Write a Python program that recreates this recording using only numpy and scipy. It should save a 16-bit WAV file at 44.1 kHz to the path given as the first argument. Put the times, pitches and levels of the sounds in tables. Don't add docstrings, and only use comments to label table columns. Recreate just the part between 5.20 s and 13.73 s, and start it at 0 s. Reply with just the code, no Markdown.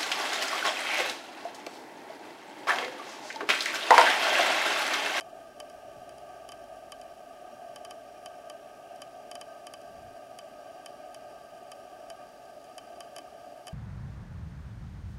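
import sys
import numpy as np
from scipy import signal
from scipy.fft import rfft, irfft
from scipy.io import wavfile

SR = 44100
rng = np.random.default_rng(int(sys.argv[2]) if len(sys.argv) > 2 else 0)


def output_pcm(signal):
    pcm = np.clip(np.atleast_2d(signal).T, -1, 1) * 32767
    wavfile.write(sys.argv[1], SR, np.round(pcm).astype(np.int16))


N = 376173
TIME = np.arange(N) / SR
FREQ = np.maximum(np.arange(N // 2 + 1) * SR / N, 1)

# f/Hz, bandwidth/Hz, peak spectrum level/dB (1 Hz band)
FORCED_MODES = [(270, 100, -84), (394, 164, -83), (524, 12, -96), (583, 29, -73), (605, 45, -72),
                (670.5, 85, -69), (724.2, 59.3, -70), (845.4, 50, -81), (916, 42, -89.5), (1161.5, 36, -80),
                (1237, 67, -80), (1576.5, 92, -84), (1735, 224, -94), (2260, 530, -103), (2434, 97, -94.5),
                (2632, 136, -96), (2830, 250, -94.5), (3086, 130, -96), (3220, 200, -101),
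                (5610, 470, -100.5), (6550, 260, -110), (8640, 180, -106.5), (9320, 410, -108),
                (10600, 700, -108.5)]
# t/s, change of effort/dB
EFFORT_DIPS = [(0.15, -4), (1.95, -3.5), (4.9, -3), (6.2, -3.5), (7.28, -7), (8.4, -6)]
# f/Hz, level/dB, decay time T60/s
FREE_MODES = [(607.4, -41, 0.073), (670, -38.5, 0.036), (724, -32, 0.026), (831, -52.5, 0.077),
              (1161, -41.5, 0.057), (1636, -43, 0.023), (1737, -43, 0.024), (2246, -52, 0.044),
              (2427, -47, 0.032), (2578, -43, 0.026), (2880, -57, 0.027), (3051, -41, 0.051),
              (3150, -46, 0.04), (3840, -56.5, 0.022), (4808, -41, 0.031), (5020, -44.5, 0.018),
              (5527, -40.5, 0.015), (6100, -49.5, 0.022), (6480, -52, 0.02), (6980, -40.5, 0.0098),
              (7900, -50, 0.015), (8500, -46, 0.015), (8950, -43, 0.01), (9330, -41.5, 0.011),
              (10550, -36, 0.0057), (10890, -41, 0.0094), (11700, -49, 0.0047), (12950, -48.5, 0.0061),
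              (14600, -56, .003)]
# f/Hz, spectrum level/dB (1 Hz band)
HISS_SPECTRUM = [(15, -109), (30, -101), (55, -91), (90, -95.5), (130, -90), (200, -94.5), (450, -92),
                 (1000, -101), (1400, -100), (2000, -103), (3600, -105), (7000, -107.5), (12000, -112),
                 (15500, -115)]
# t/s, relative level/dB
MOTOR_STEPS = [(0.0075, -0.4), (0.4004, 0.5), (0.4979, -11), (0.8917, -9.5), (0.9814, -11.5), (1.289, -2.5),
               (1.3188, -2.5), (1.7196, 0.5), (1.8131, -8.5), (2.5594, -1.9), (2.6483, -2), (2.7081, -1.5),
               (3.0588, -0.7), (3.2978, -1.5), (3.759, -15), (3.818, 0.2), (4.1131, 0.5), (4.1529, 0.4),
               (4.2117, 0.8), (4.4678, -0.2), (4.5367, -0.5), (4.6143, -15), (5.1871, -1), (5.6596, 0),
               (5.9445, -3), (6.5167, -1.5), (6.9002, -1.3), (7.4416, -14), (7.5798, 0), (7.8048, -0.5),
               (7.9624, 0), (7.9833, 0), (8.4692, -1), (8.4801, -0.5)]
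# t/s, half width/s, peak spectrum level/dB (1 Hz band)
WIND_PUFFS = [(0.78, 0.11, -84.5), (4.695, 0.026, -76), (4.835, 0.093, -77.5)]


def undb(db):
    return 10 ** (np.asarray(db) / 20)


def noise(density):
    return irfft(rfft(rng.standard_normal(N)) * density, N) * np.sqrt(SR / 2)


def resonance(hz, width_hz):
    return 1 / (1 + (2 * (FREQ - hz) / width_hz) ** 2)


def fluctuation(rate_hz):
    drift = noise(resonance(0, 2 * rate_hz))
    return drift / drift.std()


def swell(peak_s, half_width_s):
    return np.exp(-((TIME - peak_s) / half_width_s) ** 2)


def settling(t, before, after, midpoint_s=3.93, spread_s=0.15):
    return before + (after - before) * (1 + np.tanh((t - midpoint_s) / spread_s)) / 2


def servo(split_hz=2000, waver_db=0.63):
    power = sum((undb(db) * resonance(hz, width)) ** 2 for hz, width, db in FORCED_MODES)
    low_share = 1 / (1 + (FREQ / split_hz) ** 8)
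    effort_db = sum(db * swell(t, half_width_s=0.3) for t, db in EFFORT_DIPS)
    effort_db -= effort_db.mean()
    whirr = noise(np.sqrt(power * low_share)) * undb(0.24 * effort_db)
    rasp = noise(np.sqrt(power * (1 - low_share))) * undb(0.49 * effort_db)
    whistle_db = settling(TIME, before=-101.5, after=-96)
    whistle = noise(resonance(hz=4780, width_hz=210)) * undb(whistle_db)
    return (whirr + rasp + whistle) * undb(waver_db * fluctuation(rate_hz=12))


def barrel_tick(ring_db, detune, lag_s=0.00129, knee_hz=6000, rise_cycles=2.6, long_t60_s=0.057):
    hz, db, t60 = np.transpose(FREE_MODES)[:, :, None]
    arrival_s = lag_s / (1 + (hz / knee_hz) ** 4)
    age_s = np.maximum(np.arange(SR // 12) / SR - arrival_s, 0)
    build_up = 1 - np.exp(-age_s * hz / rise_cycles)
    decay = np.exp(-np.log(1000) * age_s / t60)
    ring_share = 1 / (1 + (long_t60_s / t60) ** 4)
    modes = np.sin(2 * np.pi * hz * (1 + detune[:, None]) * age_s)
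    return np.sum(undb(db + ring_db * ring_share) * build_up * decay * modes, axis=0)


def bearing_chatter(knocks_per_s=150):
    knocks = rng.random(N) < knocks_per_s / SR
    strength = undb(rng.uniform(-32, -26, N))
    impulse_response = barrel_tick(ring_db=-3.0, detune=np.zeros(len(FREE_MODES)))
    return signal.fftconvolve(knocks * strength, impulse_response)[:N]


def electronic_whine(hz=4019, peak_db=-86, wobble_hz=3):
    pitch_hz = hz + wobble_hz * fluctuation(rate_hz=3.5)
    return undb(peak_db) * np.sin(2 * np.pi * np.cumsum(pitch_hz) / SR)


def hiss():
    hz, db = np.transpose(HISS_SPECTRUM)
    return noise(undb(np.interp(np.log(FREQ), np.log(hz), db)))


def hum(hz=120.1, wobble_hz=1.57, base_rms_db=-80, waver_db=1.5, swell_db=11):
    rms_db = base_rms_db + waver_db * fluctuation(rate_hz=1)
    rms_db += swell_db * swell(peak_s=4.9, half_width_s=0.21)
    pitch_hz = hz + wobble_hz * fluctuation(rate_hz=3)
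    return np.sqrt(2) * undb(rms_db) * np.sin(2 * np.pi * np.cumsum(pitch_hz) / SR)


def drone(idle_hz=21.87, top_hz=65.5, top_s=1.0, rise_s=0.42, fall_s=0.64):
    glide_s = np.where(TIME < top_s, rise_s, fall_s)
    pitch_hz = idle_hz + (top_hz - idle_hz) / (1 + ((TIME - top_s) / glide_s) ** 2)
    phase = 2 * np.pi * np.cumsum(pitch_hz) / SR
    envelope = np.sqrt(2) * undb(-70.5) * swell(peak_s=1.24, half_width_s=0.86)
    return envelope * (np.sin(phase) + undb(-2) * np.sin(2 * phase))


def motor_steps(detune_spread=0.002):
    ticks = np.zeros(N + SR)
    detunes = detune_spread * rng.standard_normal((len(MOTOR_STEPS), len(FREE_MODES)))
    for (t, db), detune in zip(MOTOR_STEPS, detunes):
        ring_db = db + settling(t, before=5.5, after=0.5)
        tick = undb(db) * barrel_tick(ring_db, detune)
        start = int(t * SR)
        ticks[start:start + len(tick)] += tick
    return ticks[:N]


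def wind():
    envelope = sum(undb(db) * swell(t, half_width_s) for t, half_width_s, db in WIND_PUFFS)
    return envelope * noise(resonance(hz=110, width_hz=150))


def scene():
    lens = servo() + bearing_chatter()
    return (lens + electronic_whine() + hiss() + hum() + drone() + motor_steps() + wind())[None]


def record(dry):
    low_pass = signal.ellip(N=10, rp=0.1, rs=70, Wn=15700, fs=SR, output="sos")
    return signal.sosfilt(low_pass, dry)


dry = scene()
out = record(dry)
output_pcm(out)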